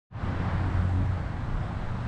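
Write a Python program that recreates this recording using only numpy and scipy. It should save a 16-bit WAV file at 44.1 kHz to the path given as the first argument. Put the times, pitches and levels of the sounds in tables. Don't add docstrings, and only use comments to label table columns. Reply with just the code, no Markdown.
import sys
import numpy as np
from scipy import signal
from scipy.fft import rfft, irfft, next_fast_len
from scipy.io import wavfile
from scipy.ndimage import uniform_filter1d, map_coordinates

SR = 44100
rng = np.random.default_rng(int(sys.argv[2]) if len(sys.argv) > 2 else 0)


def attenuation_scalar(level_db):
    decades = np.asarray(level_db, float) / 20
    return 10 ** decades


def to_wav(sig):
    pcm = np.clip(np.atleast_2d(sig), -1, 1) * 32767
    pcm = np.round(pcm).astype(np.int16)
    wavfile.write(sys.argv[1], SR, pcm.T)


N = 91551
TIME_S = np.arange(N) / SR


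def unit(x):
    return x / np.sqrt(np.mean(x ** 2) + 1e-20)


def curves(rows):
    knot_s, *columns = np.transpose(rows)
    return [np.interp(TIME_S, knot_s, column) for column in columns]


def wobble(rate):
    return map_coordinates(rng.standard_normal(200), [TIME_S * rate])


def coloured(x, spectrum):
    knot_hz, knot_db = np.transpose(spectrum)
    size = next_fast_len(N + 8192)
    hz = np.fft.rfftfreq(size, 1 / SR)
    gain_db = np.interp(np.log(hz + 1), np.log(knot_hz + 1), knot_db, left=-120, right=-120)
    return unit(irfft(rfft(x, size) * attenuation_scalar(gain_db), size)[:N])


def rush(spectrum, patchy_db):
    cells = signal.stft(rng.standard_normal(N), nperseg=512)[2]
    patches = uniform_filter1d(rng.standard_normal(cells.shape), size=6, axis=0)
    patches = unit(uniform_filter1d(patches, size=14, axis=1))
    noise = signal.istft(cells * attenuation_scalar(patchy_db * patches), nperseg=512)[1][:N]
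    return coloured(noise, spectrum)


def tone(cycles, rough_db, drift, rate):
    phase = 2 * np.pi * (cycles + rng.random()) + drift * wobble(rate)
    level = np.sqrt(2) * attenuation_scalar(rough_db * wobble(rate))
    return level * np.sin(phase)


# pitch_hz, level_db
COMPRESSOR_HUM = [(60, -44), (120, -39), (180, -57.5), (240, -65), (360, -64)]
# start_s, level_db
FAN_LEVEL = [(0, -32.5), (.5, -31), (1, -35), (1.45, -35), (1.75, -34.5), (2.08, -33.5)]
# pitch_hz, level_db (per Hz)
CABINET_RUMBLE = [(5, -1), (25, -1.5), (60, -1), (105, 2), (170, -2), (250, -9.5), (330, -15), (460, -26)]
# pitch_hz, level_db (per Hz)
GRILLE_AIR = [(250, -14.5), (450, -1.5), (750, 1.5), (1600, -5.5), (2400, -15), (4000, -21.5), (6500, -36),
              (9000, -46.5)]


def conditioner():
    hum = sum(attenuation_scalar(level_db) * tone(pitch_hz * TIME_S, rough_db=2.5, drift=.2, rate=8.2)
              for pitch_hz, level_db in COMPRESSOR_HUM)
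    rumble = attenuation_scalar(0.4 * wobble(7)) * rush(CABINET_RUMBLE, patchy_db=0.4)
    air_db = -8
    air = attenuation_scalar(air_db + 0.3 * wobble(7)) * rush(GRILLE_AIR, patchy_db=0.8)
    return hum + attenuation_scalar(curves(FAN_LEVEL)[0]) * (rumble + air)


# start_s, pitch_hz (cylinder firings a second), level_db
ENGINE_PASS = [(.1, 90.6, -38), (.25, 91.0, -36), (.4, 91.4, -30), (.58, 91.4, -31), (.72, 91.2, -27),
               (.98, 91.1, -27), (1.15, 90.6, -29), (1.25, 89.4, -35), (1.34, 88.8, -33), (1.45, 88.2, -39),
               (1.7, 87.5, -40), (1.85, 87.5, -48), (2.08, 88.0, -41)]
# multiple (of the firing pitch), level_db
ENGINE_TONES = [(.5, -19), (1, 0), (1.5, -22), (2, -15), (2.5, -22), (3, -21), (3.5, -25), (4, -27),
                (5, -33)]


def engine():
    upper_follows = .5
    rough_db, drift_rad = 3, .5
    firing_hz, level_db = curves(ENGINE_PASS)
    firings = np.cumsum(firing_hz) / SR
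    loudest_db = level_db.max()
    upper_db = loudest_db + upper_follows * (level_db - loudest_db)
    note = np.zeros(N)
    for multiple, tone_db in ENGINE_TONES:
        main = multiple == 1
        swell_db = level_db if main else upper_db
        roughness = rough_db * (.4 if main else 1)
        sound = tone(multiple * firings, roughness, drift_rad * np.sqrt(multiple), rate=9)
        note += attenuation_scalar(tone_db + swell_db) * sound
    return note


# start_s, level_db
TYRE_LEVEL = [(0, -54), (.3, -47), (.5, -42.5), (.63, -46), (.78, -44), (.92, -52.5), (1.2, -50.5),
              (2.08, -55.5)]
# pitch_hz, level_db (per Hz)
TREAD_ROAR = [(110, -15.5), (170, -3.5), (450, -10), (1000, 6.5), (1500, 6), (2100, 0), (2400, -7.5),
              (6000, -27.5)]


def tyres():
    return attenuation_scalar(curves(TYRE_LEVEL)[0] + 0.2 * wobble(8)) * rush(TREAD_ROAR, patchy_db=0.7)


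# peak_s, level_db, half_length_s, flutter_hz
WIND_GUSTS = [
    (.4, -39, .05, 18),
    (.55, -39, 0.054, 56),
    (0.808, -31, .05, 55),
    (1.03, -34.5, 0.058, 42),
    (1.313, -37, 0.046, 55),
    (1.53, -30, .06, 28),
    (1.803, -33.5, 0.039, 43),
    (1.845, -36.5, .08, 15),
]


def wind():
    gusts = np.zeros(N)
    for peak_s, level_db, half_s, flutter_hz in WIND_GUSTS:
        swell = np.exp(-((TIME_S - peak_s) / half_s) ** 2)
        gusts += attenuation_scalar(level_db) * swell * tone(flutter_hz * TIME_S, rough_db=2.5, drift=.9, rate=25)
    return gusts


# start_s, level_db
RUSTLE_LEVEL = [(0, -80), (.3, -71), (.9, -67.5), (1.3, -71.5), (2.08, -70)]
# pitch_hz, level_db (per Hz)
RUSTLE = [(4000, -5), (6500, -4), (8000, -2), (9500, -10), (11500, -23), (12500, -30.5), (14500, -33),
          (15300, -44.5)]
# start_s, level_db
FINE_RUSTLE_LEVEL = [(0, -101), (.9, -100), (1.05, -96.5), (1.33, -96), (1.4, -101), (1.7, -101),
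                     (1.8, -97), (2.08, -96)]
# pitch_hz, level_db (per Hz)
FINE_RUSTLE = [(10500, -18), (12500, -8), (13500, -0.5), (14800, -1), (15300, -13.5)]


def leaves():
    rustle = attenuation_scalar(curves(RUSTLE_LEVEL)[0] + 0.56 * wobble(3.6)) * rush(RUSTLE, patchy_db=0.0)
    fine = attenuation_scalar(curves(FINE_RUSTLE_LEVEL)[0] + 1.5 * wobble(9)) * rush(FINE_RUSTLE, patchy_db=5)
    return rustle + fine


# peak_s, level_db
LEAF_TICKS = [
    (1.278, -82),
    (1.322, -85),
    (1.11, -88),
]
# pitch_hz, level_db (per Hz)
TICK_COLOUR = [(4000, -10), (8000, -6), (11500, -6), (13500, 0), (15500, -6)]


def ticks():
    level = sum(attenuation_scalar(level_db) * np.exp(-((TIME_S - peak_s) / .004) ** 2) for peak_s, level_db in LEAF_TICKS)
    return level * coloured(rng.standard_normal(N), TICK_COLOUR)


# pitch_hz, level_db
INSECT_SONG = [(4009, -83), (4133, -82)]


def insects():
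    return sum(attenuation_scalar(level_db) * tone(pitch_hz * TIME_S, rough_db=3, drift=.6, rate=12)
               for pitch_hz, level_db in INSECT_SONG)


def scene():
    mix = conditioner() + engine() + tyres() + wind() + leaves() + ticks() + insects()
    return mix[None]


def low_pass(x):
    return signal.sosfilt(signal.butter(12, 15650, fs=SR, output="sos"), x)


def record(dry):
    fade_from_s, fade_s, fade_power = 0.098, 0.18, 1.51
    progress = np.clip((TIME_S - fade_from_s) / fade_s, 0, 1)
    fade = np.sin(np.pi / 2 * progress) ** fade_power
    return low_pass(dry * fade)


dry = scene()
out = record(dry)
to_wav(out)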